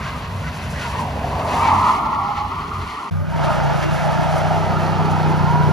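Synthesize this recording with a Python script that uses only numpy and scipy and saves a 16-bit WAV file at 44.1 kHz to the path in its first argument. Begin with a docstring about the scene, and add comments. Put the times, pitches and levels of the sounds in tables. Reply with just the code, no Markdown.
"""A wide parking lot at night, heard from a phone on the kerb, in two shots joined by a hard cut.
First an SUV swings through a donut: engine orders and dark noise under a bank of stick-slip squeals and torn rubber.
Then a V8 pickup holds high revs in a burnout: uneven exhaust orders and gas puffs throb under three howling tread modes.
Short tread squeaks, thin whistles and hissing grit ride on top; noise tails scatter the sound across the lot."""
import sys
import numpy as np
from scipy import signal
from scipy.fft import rfft, irfft
from scipy.io import wavfile
from scipy.ndimage import uniform_filter1d, map_coordinates

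SR = 44100
rng = np.random.default_rng(int(sys.argv[2]) if len(sys.argv) > 2 else 0)


def put_to_file(sound):
    """Save the sound as 16-bit audio at rate SR, in the file named by the first command-line argument."""
    columns = np.atleast_2d(sound).T  # one column per channel
    safe = np.clip(columns, -1, 1)
    whole_steps = np.round(safe * 32767)
    wavfile.write(sys.argv[1], SR, whole_steps.astype(np.int16))


N = 252252
T = np.arange(N) / SR

# The SUV's sliding tyres. Each row: time in seconds, squeal pitch in Hz before a 4.5 % raise,
# level in dB before a 1 dB cut, scatter of the tread pitches as log pitch ratio.
SUV_TYRES = [(0, 1044, -33, 0.16), (.72, 953.6, -40, .15), (1.0, 955.4, -26, .14),
             (1.2, 760.4, -40.5, 0.27), (1.52, 921.5, -22.5, 0.29), (1.69, 949, -14.5, .26),
             (1.8, 996, -17.5, 0.25), (1.9, 1015, -14, .27), (1.94, 1029, -20.5, 0.26),
             (2.15, 1023, -21.5, .26), (2.45, 987.3, -27.5, 0.29), (2.475, 1003, -35, 0.26),
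             (2.51, 1045, -25.5, .22), (2.64, 1137, -27, 0.25), (2.7, 1145, -34, 0.25),
             (2.73, 1175, -26.5, 0.22), (2.93, 1095, -31, 0.28), (3.09, 1070, -29.5, .27)]
# The pickup's three howling tread modes. Each row: time in seconds, low pitch in Hz, low level in dB,
# middle pitch in Hz, middle level in dB, upper pitch in Hz, upper level in dB.
PICKUP_TYRES = [(3.5, 655.8, -24.5, 889, -25.5, 1290, -30), (3.7, 665.5, -30, 875.6, -25, 1295, -32),
                (3.9, 659.6, -31, 880, -34, 1280, -36.5), (4.1, 666, -27, 870.6, -24.5, 1298, -32.5),
                (4.48, 672.7, -23.5, 860.3, -26, 1280, -32), (4.8, 699, -28, 872.3, -26, 1275, -31.5),
                (5.15, 721, -30.5, 880, -24, 1286, -30.5), (5.3, 719, -31, 902, -26.5, 1310, -33),
                (5.7, 716, -31, 951, -26.5, 1358, -33)]
# The firm note the pickup's tread settles on as it creeps off. Each row: time in seconds, pitch in Hz, level in dB.
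PICKUP_NOTE = [(5.0, 870, -55), (5.1, 890, -28), (5.16, 905, -29), (5.24, 880, -40), (5.32, 868, -25),
               (5.38, 865, -34), (5.47, 890, -27), (5.51, 945, -23), (5.56, 968, -23), (5.61, 958, -24),
               (5.7, 985, -28)]
# The pickup's revs. Each row: time in seconds, engine cycles per second.
PICKUP_REVS = [(3.12, 31), (3.37, 31.5), (3.45, 28.8), (3.78, 28.85), (3.9, 29.7), (4.5, 31.45),
               (5.05, 31.55), (5.72, 29.8)]
# Exhaust lines. Each row: multiple of the engine cycle rate, relative level in dB.
SUV_ORDERS = [(3, -4.5), (4, 1), (6, -3.5), (7, -5), (9, -10.5), (10, -22)]
PICKUP_ORDERS = [(2, -12), (3, -6.5), (4, -12), (5, 0), (6, -10), (7, -17), (8, -22)]
PICKUP_BARK = [(10, 1), (11, 3), (12, 2), (13, 5), (14, 0.5), (15, 1), (16, 1), (17, 1), (18, -2)]  # higher lines that stand out of the rasp
# Short notes as the tread catches. Each row: start in seconds, length in seconds, start pitch in Hz,
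# end pitch in Hz, level in dB, roughness as share of the pitch.
SQUEAKS = [(.05, .08, 1030, 1060, -35, .03), (.04, .07, 1400, 1560, -38, .04),
           (.11, .08, 1260, 1170, -37, .035), (.1, .07, 2080, 2000, -42, .025),
           (.41, .1, 1500, 1380, -39, .035), (.43, .08, 2000, 1900, -42, .03),
           (.61, .07, 2620, 2740, -44, .014), (.72, .1, 2020, 1850, -39, .018),
           (.8, .07, 1480, 1430, -36, .015), (.84, .06, 1010, 950, -32, .02),
           (.95, .11, 965, 945, -28, .016), (.95, .05, 1820, 1880, -41, .015),
           (1.0, .07, 780, 750, -33, .03), (1.24, .012, 740, 720, -23, .014),
           (1.6, .07, 2230, 2400, -35, .008), (1.65, .07, 2230, 2370, -33, .008),
           (1.67, .06, 2070, 2100, -36, .014), (1.67, .07, 870, 830, -18, .02),
           (1.74, .06, 1040, 990, -20, .014), (1.875, .045, 1050, 1010, -15, .014),
           (2.11, .09, 870, 825, -27, .02), (2.125, .04, 1800, 1880, -39, .06),
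           (2.19, .15, 815, 830, -29, .02), (2.35, .12, 825, 850, -25, .014),
           (2.714, .007, 1200, 1190, -21, .014), (2.735, .05, 1170, 1230, -28, .014),
           (3.14, .17, 1205, 1240, -42, .008), (3.18, .14, 590, 630, -40, .03),
           (3.2, .07, 870, 890, -41, .015), (3.23, .07, 1470, 1510, -44, .012),
           (3.3, .1, 915, 935, -33, .014), (3.46, .06, 890, 915, -25, .014),
           (3.5, .07, 1235, 1260, -30, .012), (3.66, .11, 905, 850, -28, .016),
           (4.03, .08, 620, 665, -26, .02), (4.41, .07, 670, 640, -26, .02),
           (4.67, .07, 710, 680, -27, .02), (4.71, .08, 1220, 1280, -32, .01),
           (5.38, .05, 980, 1040, -29, .02)]
# A tyre bites into the asphalt, tearing rubber and throwing grit. Each row: peak in seconds,
# half length in seconds (where the bump is down to 1/e), scrub rise in dB, spray rise in dB.
BITES = [(0.06, 0.082, 6.5, 0), (0.247, 0.051, 2.5, -5), (0.468, 0.068, 3, -2), (0.63, 0.02, 1.5, 3),
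         (0.812, 0.13, 6, 8), (1.007, 0.031, 3, 11.5), (1.62, 0.24, 9.5, 9.5), (1.705, .025, 2.5, -0.5),
         (1.913, 0.081, 7, 5.5), (2.145, 0.017, 5, -3), (2.293, 0.023, 4, -7), (2.385, 0.031, 7, -3),
         (2.894, 0.21, 3, 6.5), (3.451, 0.014, 4.5, 7.5), (3.834, 0.014, 4, 5), (3.97, 0.03, 3.5, 2),
         (4.35, 0.19, 1, 2.5)]
# Noise colours. Each row: frequency in Hz, relative density in dB.
SUV_BOOM = [(18, -78), (30, -27), (51, -14), (75, -2), (94, -9), (113, -7), (141, -8), (260, -13),
            (340, -72), (570, -120)]
SUV_RASP = [(150, -10.5), (230, -4.5), (290, -3), (335, -7.5), (410, -1.5), (500, -3), (620, 0.5),
            (760, -3.5), (1100, -6)]
PICKUP_RASP = [(140, 9), (220, -2.5), (295, -3.5), (340, -2), (400, 0), (450, -8.5), (490, -4.5),
               (560, -15), (800, -16), (1400, -8)]
SUV_SCRUB = [(450, -11), (750, -6.5), (1450, 3.5), (1730, 0.5), (2000, 2), (2300, -3), (2650, 1),
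             (3000, -4.5), (3800, -8), (4450, -6), (4900, -10.5), (5600, -14), (8000, -19)]
PICKUP_SCRUB = [(490, -2.5), (600, 10.5), (900, 7.5), (1080, 3.5), (1350, -1.5), (1650, 4), (2000, -0.5),
                (2600, -3), (3200, -5), (3700, -10), (4500, -11), (5600, -14), (8000, -23)]
SPRAY = [(3400, -12), (4400, -1), (5400, 4.5), (7200, 4.5), (8700, 2.5), (10500, 1), (12000, -4),
         (13400, -17)]
# How the two microphone ports differ, and what is added to that for a vehicle's position.
# Each row: frequency in Hz, left minus right in dB, lead of the left in radians.
PORTS = [(100, 0, -.2), (400, 0, -.4), (540, 1, .7), (720, 1, -.1), (780, -2, 0), (820, -7, .5),
         (900, 0, .5), (1100, .3, .15), (1600, -3.5, -.1), (1750, -13, .2), (1820, -7, .9), (2100, 2, .6),
         (2500, 5.5, 1.3), (3200, 4.4, .9), (3600, 3, .1), (4500, .7, 0), (6000, .5, -.1), (7000, .5, -1.5),
         (9800, 0, -4.8), (10600, 0, -2 * np.pi)]
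SUV_REAR = [(760, 0, 0), (900, 2.5, .3), (1080, 0, 0), (1400, -1, 1), (1560, 2, 1.8), (1660, 2, 5),
            (1800, 2, 2 * np.pi)]  # facing away
PICKUP_SIDE_ON = [(15, 0, 0), (50, 0, -1.4), (150, 0, -1.8), (350, 0, -2.4), (460, 0, -3.4),
                  (540, 1.5, -5.6), (660, 1.5, -6.2), (900, -2, -6.3), (1400, -1.5, -6.6),
                  (2100, 0, -2 * np.pi)]
PICKUP_SWUNG = [(15, 0, 0), (50, 0, -1.4), (150, 0, -1.5), (250, 1, -1.1), (350, 3, -.4), (450, 1.5, .3),
                (600, 0, 0), (900, -2, 0), (1700, -3, -.2), (2100, 0, 0)]  # tail swung round

CUT_S, RESUME_S = 3.1, 3.109
TOP_HZ = 13400

# SUV: engine cycles a second, and the share by which they wander
SUV_CYCLE_HZ, SUV_WANDER = 22.98, 0.0315
SUV_BOOM_DB, SUV_RASP_DB, SUV_SCRUB_DB, SUV_SPRAY_DB = -26, -36.5, -38.5, -52
SUV_RUMBLE_DB = -42.5  # the deepest rumble bends round the body and is never shaded
# its tail sweeps past the phone, then its body turns away and shades the boom; the grit is hidden last
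TAIL_NEAREST_S, TAIL_PASS_S, TAIL_RASP_DB = 1.623, 0.63, 13.5
TURN_AWAY_S, TURN_LENGTH_S, SHADE_BOOM_DB = 1.81, 0.15, -7.5
SHADE_SPRAY_S, SHADE_SPRAY_LENGTH_S, SHADE_SPRAY_DB = 1.99, 0.064, -7.5
REAR_RASP_DB = 2  # more rasp once the tail points at the phone
DRONE_S, DRONE_LENGTH_S, DRONE_HZ, DRONE_DB = 2.76, 0.45, 417, -37  # the tailpipe drones at the phone
LIFT_OFF_S, LIFT_OFF_DB_PER_S = 2.853, -88  # the driver lets go of the throttle
# whistles against the scrub, and dB more for each dB of bite
CHIRP_DB, CHIRP_PER_BITE = -10.5, 0.091
# a close reflection grows as the SUV swings round, cancelling a rising pitch and its odd multiples
BOUNCE_S, BOUNCE_GROW_S = 1.03, 0.87
BOUNCE_FROM_HZ, BOUNCE_TO_HZ, BOUNCE_FROM_DB, BOUNCE_TO_DB = 400, 525, -16, -1.6

# pickup: it takes load, its tyres spin up, then it creeps away
LOAD_S, LOAD_LENGTH_S, SPIN_UP_S = 3.225, 0.023, 0.21
PICKUP_BOOM_DB, PICKUP_RASP_DB, PICKUP_SCRUB_DB, PICKUP_SPRAY_DB = -20, -27, -27.5, -48
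GRIP_SQUEAL_DB, GRIP_GROUND_DB, GRIP_RASP_DB = -29.5, -14.5, -7  # howl, scrub and spray, rasp before the spin
CREEP_SCRUB_DB_PER_S, CREEP_SPRAY_DB_PER_S = -1.38, -1.5
# its tailpipe swings towards the phone: the rasp eases a little and the boom swells
SWING_S, SWING_LENGTH_S, SWING_RASP_DB, SWING_BOOM_DB_PER_S2 = 4.183, 0.66, -1.5, 2.5
# its pipe resonates when the third order meets it; that order is strongest with no load
PIPE_HZ, PIPE_WIDTH_HZ, PIPE_DB, OFF_PIPE_DB, UNLOADED_DB = 95.4, 3.5, 7.5, -5, 11.5
THROB_DB = 0.5  # the strongest exhaust order shakes the howl
OVERTONE_HZ, OVERTONE_DB, OVERTONE_S, OVERTONE_RISE_S = 1393, -37, 5.33, 0.1  # joins the firm note

# a tread block catches: how often, how much louder, share by which its pitch shifts; the whole tyre judders
CATCHES_PER_S, CATCH_DB, PITCH_WANDER = 40, 4.5, 0.035
JUDDERS_PER_S, JUDDER_DB = 150, 0.5


def suv():
    """The donut: engine and tyres with their close reflection, turning away, plus grit and the lot's tail."""
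    away = ramp(TURN_AWAY_S, TURN_LENGTH_S)
    sound = bounce(suv_engine(away) + suv_tyres(), ramp(BOUNCE_S, BOUNCE_GROW_S))
    throw_db = bites()[1]
    spray_db = SUV_SPRAY_DB + throw_db + SHADE_SPRAY_DB * ramp(SHADE_SPRAY_S, SHADE_SPRAY_LENGTH_S)
    grit = undb(spray_db) * spray(grain_db=1.5, flutter_db=2.5)
    placed = (1 - away) * sound + away * ports(sound, SUV_REAR)
    return placed + grit + undb(-18) * lot(sound, t60=0.94, delay=0.013, side_db=2.5)


def suv_tyres():
    """Sliding rear tyres: many stick-slip pitches, torn rubber and thin whistles."""
    hz, squeal_db, spread = curves(SUV_TYRES)
    tear_db = bites()[0]
    scrub_db = SUV_SCRUB_DB + tear_db
    chirp_db = scrub_db + CHIRP_DB + CHIRP_PER_BITE * tear_db
    tyres = undb(squeal_db - 1) * squeal(hz * 1.045, spread, jitter=0.02406, flicker_db=3, octave_db=-22, count=14)
    tyres += undb(scrub_db) * scrub(SUV_SCRUB, grain_db=1.5, flutter_db=1.54)
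    return tyres + undb(chirp_db) * chirps(hz=2050, spread=0.27, glide=0.06, flicker_db=8, count=9)


def suv_engine(away):
    """A muffled, unsteady engine: wandering exhaust lines in dark noise, with rasp, rumble and a tailpipe drone."""
    lifted_db = LIFT_OFF_DB_PER_S * np.maximum(T - LIFT_OFF_S, 0)
    boom_db = SUV_BOOM_DB + SHADE_BOOM_DB * away + lifted_db
    rasp_db = SUV_RASP_DB + TAIL_RASP_DB * bell(T, TAIL_NEAREST_S, TAIL_PASS_S) + REAR_RASP_DB * away
    turns = np.cumsum(SUV_CYCLE_HZ * (1 + SUV_WANDER * walk(18))) / SR
    lines = unit(sum(exhaust(turns, SUV_ORDERS, waver_db=4)))
    boom = undb(-4) * lines + undb(-5.5) * colour(noise(), SUV_BOOM)
    rumble = colour(noise(), [(32, -11), (48, -4), (62, -2.5)])
    drone = colour(noise(), [(DRONE_HZ * 0.75, -18), (DRONE_HZ, 0), (DRONE_HZ * 1.3, -22)])
    engine = undb(boom_db) * boom + undb(rasp_db) * colour(noise(), SUV_RASP)
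    engine += undb(SUV_RUMBLE_DB + lifted_db) * rumble
    return engine + undb(DRONE_DB) * bell(T, DRONE_S, DRONE_LENGTH_S) * drone


def pickup():
    """The burnout: a V8 throbs through its swinging tailpipe while the spinning tyres howl and throw grit."""
    unloaded, gripping = 1 - ramp(LOAD_S, LOAD_LENGTH_S), 1 - ramp(LOAD_S, SPIN_UP_S)
    swung = ramp(SWING_S, SWING_LENGTH_S)
    turns = np.cumsum(curves(PICKUP_REVS)[0] * (1 + 0.0025 * walk(25))) / SR
    engine = pickup_engine(turns, unloaded, gripping, swung)
    tyres = pickup_tyres(turns, gripping, swung)
    sound = engine * np.clip((T[-1] - T) * 150, 0, 1) + tyres  # the engine fades in the last 7 ms
    throw_db = bites()[1]
    spray_db = PICKUP_SPRAY_DB + throw_db + GRIP_GROUND_DB * gripping + CREEP_SPRAY_DB_PER_S * (T - LOAD_S)
    grit = undb(spray_db) * spray(grain_db=1.5, flutter_db=2.5)
    placed = (1 - swung) * ports(sound, PICKUP_SIDE_ON) + swung * ports(sound, PICKUP_SWUNG)
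    return placed + grit + undb(-23.5) * lot(tyres, t60=0.55, delay=0.016, side_db=0.5)


def pickup_tyres(turns, gripping, swung):
    """Spinning rear tyres: a howl, torn rubber, whistles, and a hiss as the tread turns towards the phone."""
    tear_db = bites()[0]
    scrub_db = PICKUP_SCRUB_DB + tear_db + GRIP_GROUND_DB * gripping + CREEP_SCRUB_DB_PER_S * (T - LOAD_S)
    tyres = undb(GRIP_SQUEAL_DB * gripping) * howl(turns)
    tyres += undb(scrub_db) * scrub(PICKUP_SCRUB, grain_db=0.5, flutter_db=0.6)
    tyres += undb(scrub_db - 15) * chirps(hz=2007, spread=0.3, glide=0.03, flicker_db=19)
    hiss = scrub([(3300, -11), (4300, 8), (5500, -10)], grain_db=3.5, flutter_db=1.5)
    return tyres + undb(-49.5) * swung * hiss


def pickup_engine(turns, unloaded, gripping, swung):
    """V8 exhaust: low orders boom through a resonant pipe, gas puffs rasp and high orders bark."""
    swell_db = SWING_BOOM_DB_PER_S2 * np.maximum(T - SWING_S, 0) ** 2
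    boom_db = PICKUP_BOOM_DB + swell_db - 4 * (gripping - unloaded)  # the engine bogs as it takes the load
    rasp_db = PICKUP_RASP_DB + GRIP_RASP_DB * gripping + SWING_RASP_DB * swung
    bark_db = rasp_db - 5 + 0.57 * (rasp_db + 31)  # the bark rises and falls more than the rasp
    lines = exhaust(turns, PICKUP_ORDERS, waver_db=1.1, disorder=0.5)
    # the deepest order needs load; it spreads evenly all round and is kept out of the swell
    lines[0] = lines[0] * undb(-swell_db) * (1 - unloaded)
    third_hz = PICKUP_ORDERS[1][0] * curves(PICKUP_REVS)[0]
    lines[1] = lines[1] * undb(OFF_PIPE_DB + PIPE_DB * bell(third_hz, PIPE_HZ, PIPE_WIDTH_HZ) + UNLOADED_DB * unloaded)
    boom = sum(lines) / np.sqrt(uniform_filter1d(sum(lines) ** 2, size=3000))  # hold the sum at an even level
    breath = colour(noise(), [(30, -15), (48, 1), (70, 8), (110, 6), (155, 11), (240, 4)])
    boom += undb(-12 - swell_db / 2) * breath
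    rasp = colour(firings(turns, scatter_db=1.5, puff=0.3) * noise(), PICKUP_RASP)
    bark = unit(sum(exhaust(turns, PICKUP_BARK, waver_db=4.5)))
    return undb(boom_db) * boom + undb(rasp_db) * rasp + undb(bark_db) * bark


def squeal(hz, spread, jitter, flicker_db, octave_db, count=9):
    """Tread blocks stick and slip, each near its own pitch; they take turns to catch and blend into one rough howl."""
    out, power = 0, 0
    for place in np.linspace(-1, 1, count):
        pitch = hz * np.exp(spread * place + PITCH_WANDER * walk(CATCHES_PER_S) + jitter * walk(260))
        phase = 2 * np.pi * (np.cumsum(pitch) / SR + rng.random())
        grip = undb(CATCH_DB * np.tanh(walk(CATCHES_PER_S)) - 4 * place ** 2)
        tone = np.sin(phase) + undb(octave_db) * np.sin(2 * phase)
        out = out + grip * undb(flicker_db * walk(90)) * tone
        power = power + grip ** 2
    return unit(out / np.sqrt(power) * undb(JUDDER_DB * walk(JUDDERS_PER_S)))


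def howl(turns):
    """The pickup's tread: three rough modes shaken by the engine, plus a firm note and the upper mode's overtone."""
    low_hz, low_db, middle_hz, middle_db, upper_hz, upper_db = curves(PICKUP_TYRES)
    modes = undb(low_db) * squeal(low_hz, 0.11, jitter=0.02996, flicker_db=3.5, octave_db=-28, count=8)
    modes += undb(middle_db) * squeal(middle_hz, 0.105, jitter=0.025, flicker_db=1.5, octave_db=-30, count=8)
    modes += undb(upper_db) * squeal(upper_hz, 0.082, jitter=0.025, flicker_db=3.5, octave_db=-17.5, count=7)
    throb = undb(THROB_DB * np.sin(2 * np.pi * PICKUP_ORDERS[3][0] * turns))
    note_hz, note_db = curves(PICKUP_NOTE)
    firm = undb(note_db) * note(note_hz, jitter=0.008, flutter_db=1.5)
    overtone = ramp(OVERTONE_S, OVERTONE_RISE_S) * note(OVERTONE_HZ, jitter=0.009, flutter_db=2)
    return modes * throb + firm + undb(OVERTONE_DB) * overtone


def note(hz, jitter, flutter_db):
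    """The whole tread slips in step: one slightly unsteady tone; rms 1."""
    phase = 2 * np.pi * np.cumsum(hz * (1 + jitter * walk(120))) / SR
    return unit(np.sin(phase) * undb(flutter_db * walk(90)))


def exhaust(turns, orders, waver_db, disorder=1):
    """Uneven firings sound as lines on multiples of the engine cycle; little disorder joins them in one throb a cycle."""
    lines = []
    for k, db in orders:
        phase = 2 * np.pi * (round(k) * turns + disorder * rng.random())
        lines.append(undb(db + waver_db * walk(15)) * np.sin(phase))
    return lines


def firings(turns, scatter_db, puff):
    """Gas leaves in eight puffs a cycle; the cylinders differ, and so does every firing."""
    count = (8 * turns).astype(int)
    cylinder_db = np.array([-1, -14, -2.5, 4.5, -13, 0.5, -2, -20])[count % 8]
    size = undb(cylinder_db + scatter_db * rng.standard_normal(4096)[count])
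    return size * np.exp(-(8 * turns % 1) / puff)


def scrub(table, grain_db, flutter_db):
    """Rubber tears over the stones in dense grains that come in flurries."""
    grains = noise() * undb(grain_db * walk(1200))
    return colour(grains, table) * undb(flutter_db * walk(35))


def chirps(hz, spread, glide, flicker_db, count=6):
    """Tread edges catch for a moment and whistle in thin gliding strands."""
    out = 0
    for place in np.linspace(-1, 1, count):
        pitch = hz * np.exp(spread * place + glide * walk(16))
        strand = np.sin(2 * np.pi * np.cumsum(pitch) / SR)
        out = out + undb(flicker_db * np.tanh(walk(18))) * strand
    return unit(out)


def squeaks(flutter_db):
    """The tread catches in short notes, clear or rough, that swell, glide and let go."""
    out = np.zeros(N)
    for start, length, from_hz, to_hz, db, rough in SQUEAKS:
        along = ramp(start, length)
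        swell = 2 * np.sqrt(along * (1 - along))
        out += undb(db) * swell * note(from_hz + (to_hz - from_hz) * along, rough, flutter_db)
    return out


def bites():
    """How far the bites lift the scrub and the spray, in dB."""
    return sum(np.outer([scrub_db, spray_db], bell(T, s, width)) for s, width, scrub_db, spray_db in BITES)


def spray(grain_db, flutter_db):
    """Grit hisses over a wide patch of asphalt, so the ports hear it partly apart, except at the very top."""
    side = colour(noise(), [(5000, -6), (7000, 0), (9800, -3), (11000, -30)])
    return scrub(SPRAY, grain_db, flutter_db) + undb(-10) * side * np.array([[1], [-1]])


def bounce(x, swung):
    """A dull copy arrives half a period of the cancelled pitch later."""
    notch_hz = BOUNCE_FROM_HZ + (BOUNCE_TO_HZ - BOUNCE_FROM_HZ) * swung
    db = BOUNCE_FROM_DB + (BOUNCE_TO_DB - BOUNCE_FROM_DB) * swung
    dull = signal.sosfiltfilt(signal.butter(1, 1700, fs=SR, output="sos"), x)
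    late = map_coordinates(dull, [np.arange(N) - SR / (2 * notch_hz)], order=1)
    return (x + undb(db) * late) / np.sqrt(1 + undb(2 * db))


def lot(x, t60, delay, side_db):
    """Parked cars and far walls scatter a dull tail; only its treble differs between the close ports."""
    tail = rng.standard_normal((2, N)) * undb(-60 * T / t60) * np.clip(T / delay - 1, 0, 1)
    mid = colour(tail[0], [(200, -3), (500, -14), (900, -2.5), (2500, -2.5), (8000, -7)])
    side = undb(side_db) * colour(tail[1], [(900, 8), (1800, 2.5), (3300, 15.5), (8000, -20)])
    return signal.fftconvolve(x[None], np.array([mid + side, mid - side]) / np.sqrt(N), axes=1)[:, :N]


def ports(x, table):
    """Give left and right their level and phase differences."""
    db, lead = spectra(table)
    gains = np.array([undb(db / 2), undb(-db / 2) * np.exp(-1j * lead)])
    gains = gains / np.sqrt((undb(db) + undb(-db)) / 2)  # keep the power of the pair
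    return irfft(rfft(x) * gains, N)


def colour(x, table):
    """Filter by a (Hz, dB) spectrum that falls 40 dB in the octave beyond each end; rms 1."""
    rows = [(table[0][0] / 2, table[0][1] - 40), *table, (table[-1][0] * 2, table[-1][1] - 40)]
    return unit(irfft(rfft(x) * undb(spectra(rows)[0]), N))


def noise():
    """White noise."""
    return rng.standard_normal(N)


def walk(rate):
    """Smooth chance that changes about rate times a second; rms 1."""
    k = max(int(SR / rate), 2)
    knots = rng.standard_normal(8192)
    return unit(uniform_filter1d(np.interp(T * rate, np.arange(len(knots)), knots), k // 2))


def ramp(start, length):
    """From 0 to 1 over length seconds."""
    return np.clip((T - start) / length, 0, 1)


def bell(x, centre, width):
    """A smooth bump of height 1."""
    return np.exp(-((x - centre) / width) ** 2)


def curves(table):
    """Each column of a (s, ..) table, sample by sample."""
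    s, *columns = np.transpose(table)
    return [np.interp(T, s, c) for c in columns]


def spectra(table):
    """Each column of a (Hz, ..) table, bin by bin on a log axis."""
    hz, *columns = np.transpose(table)
    bins = np.log(np.arange(N // 2 + 1) * SR / N + 1)
    return [np.interp(bins, np.log(hz), c) for c in columns]


def undb(db):
    """Decibels to gain."""
    return 10 ** (np.asarray(db) / 20)


def unit(x):
    """Scale to rms 1."""
    return x / np.sqrt(np.mean(x ** 2))


def scene():
    """Two shots with an instant of silence at the cut."""
    first = np.clip((CUT_S - T) * 1000, 0, 1)  # closes in 1 ms
    second = np.clip((T - RESUME_S) * 500, 0, 1)  # opens in 2 ms
    return ports(first * suv() + second * pickup() + squeaks(flutter_db=3), PORTS)


def record(dry):
    """The phone drops the deepest bass and cuts the top."""
    thinned = signal.sosfilt(signal.butter(2, 30, "high", fs=SR, output="sos"), dry)
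    return signal.sosfilt(signal.ellip(8, 0.2, 70, TOP_HZ, fs=SR, output="sos"), thinned)


dry = scene()
out = record(dry)
put_to_file(out)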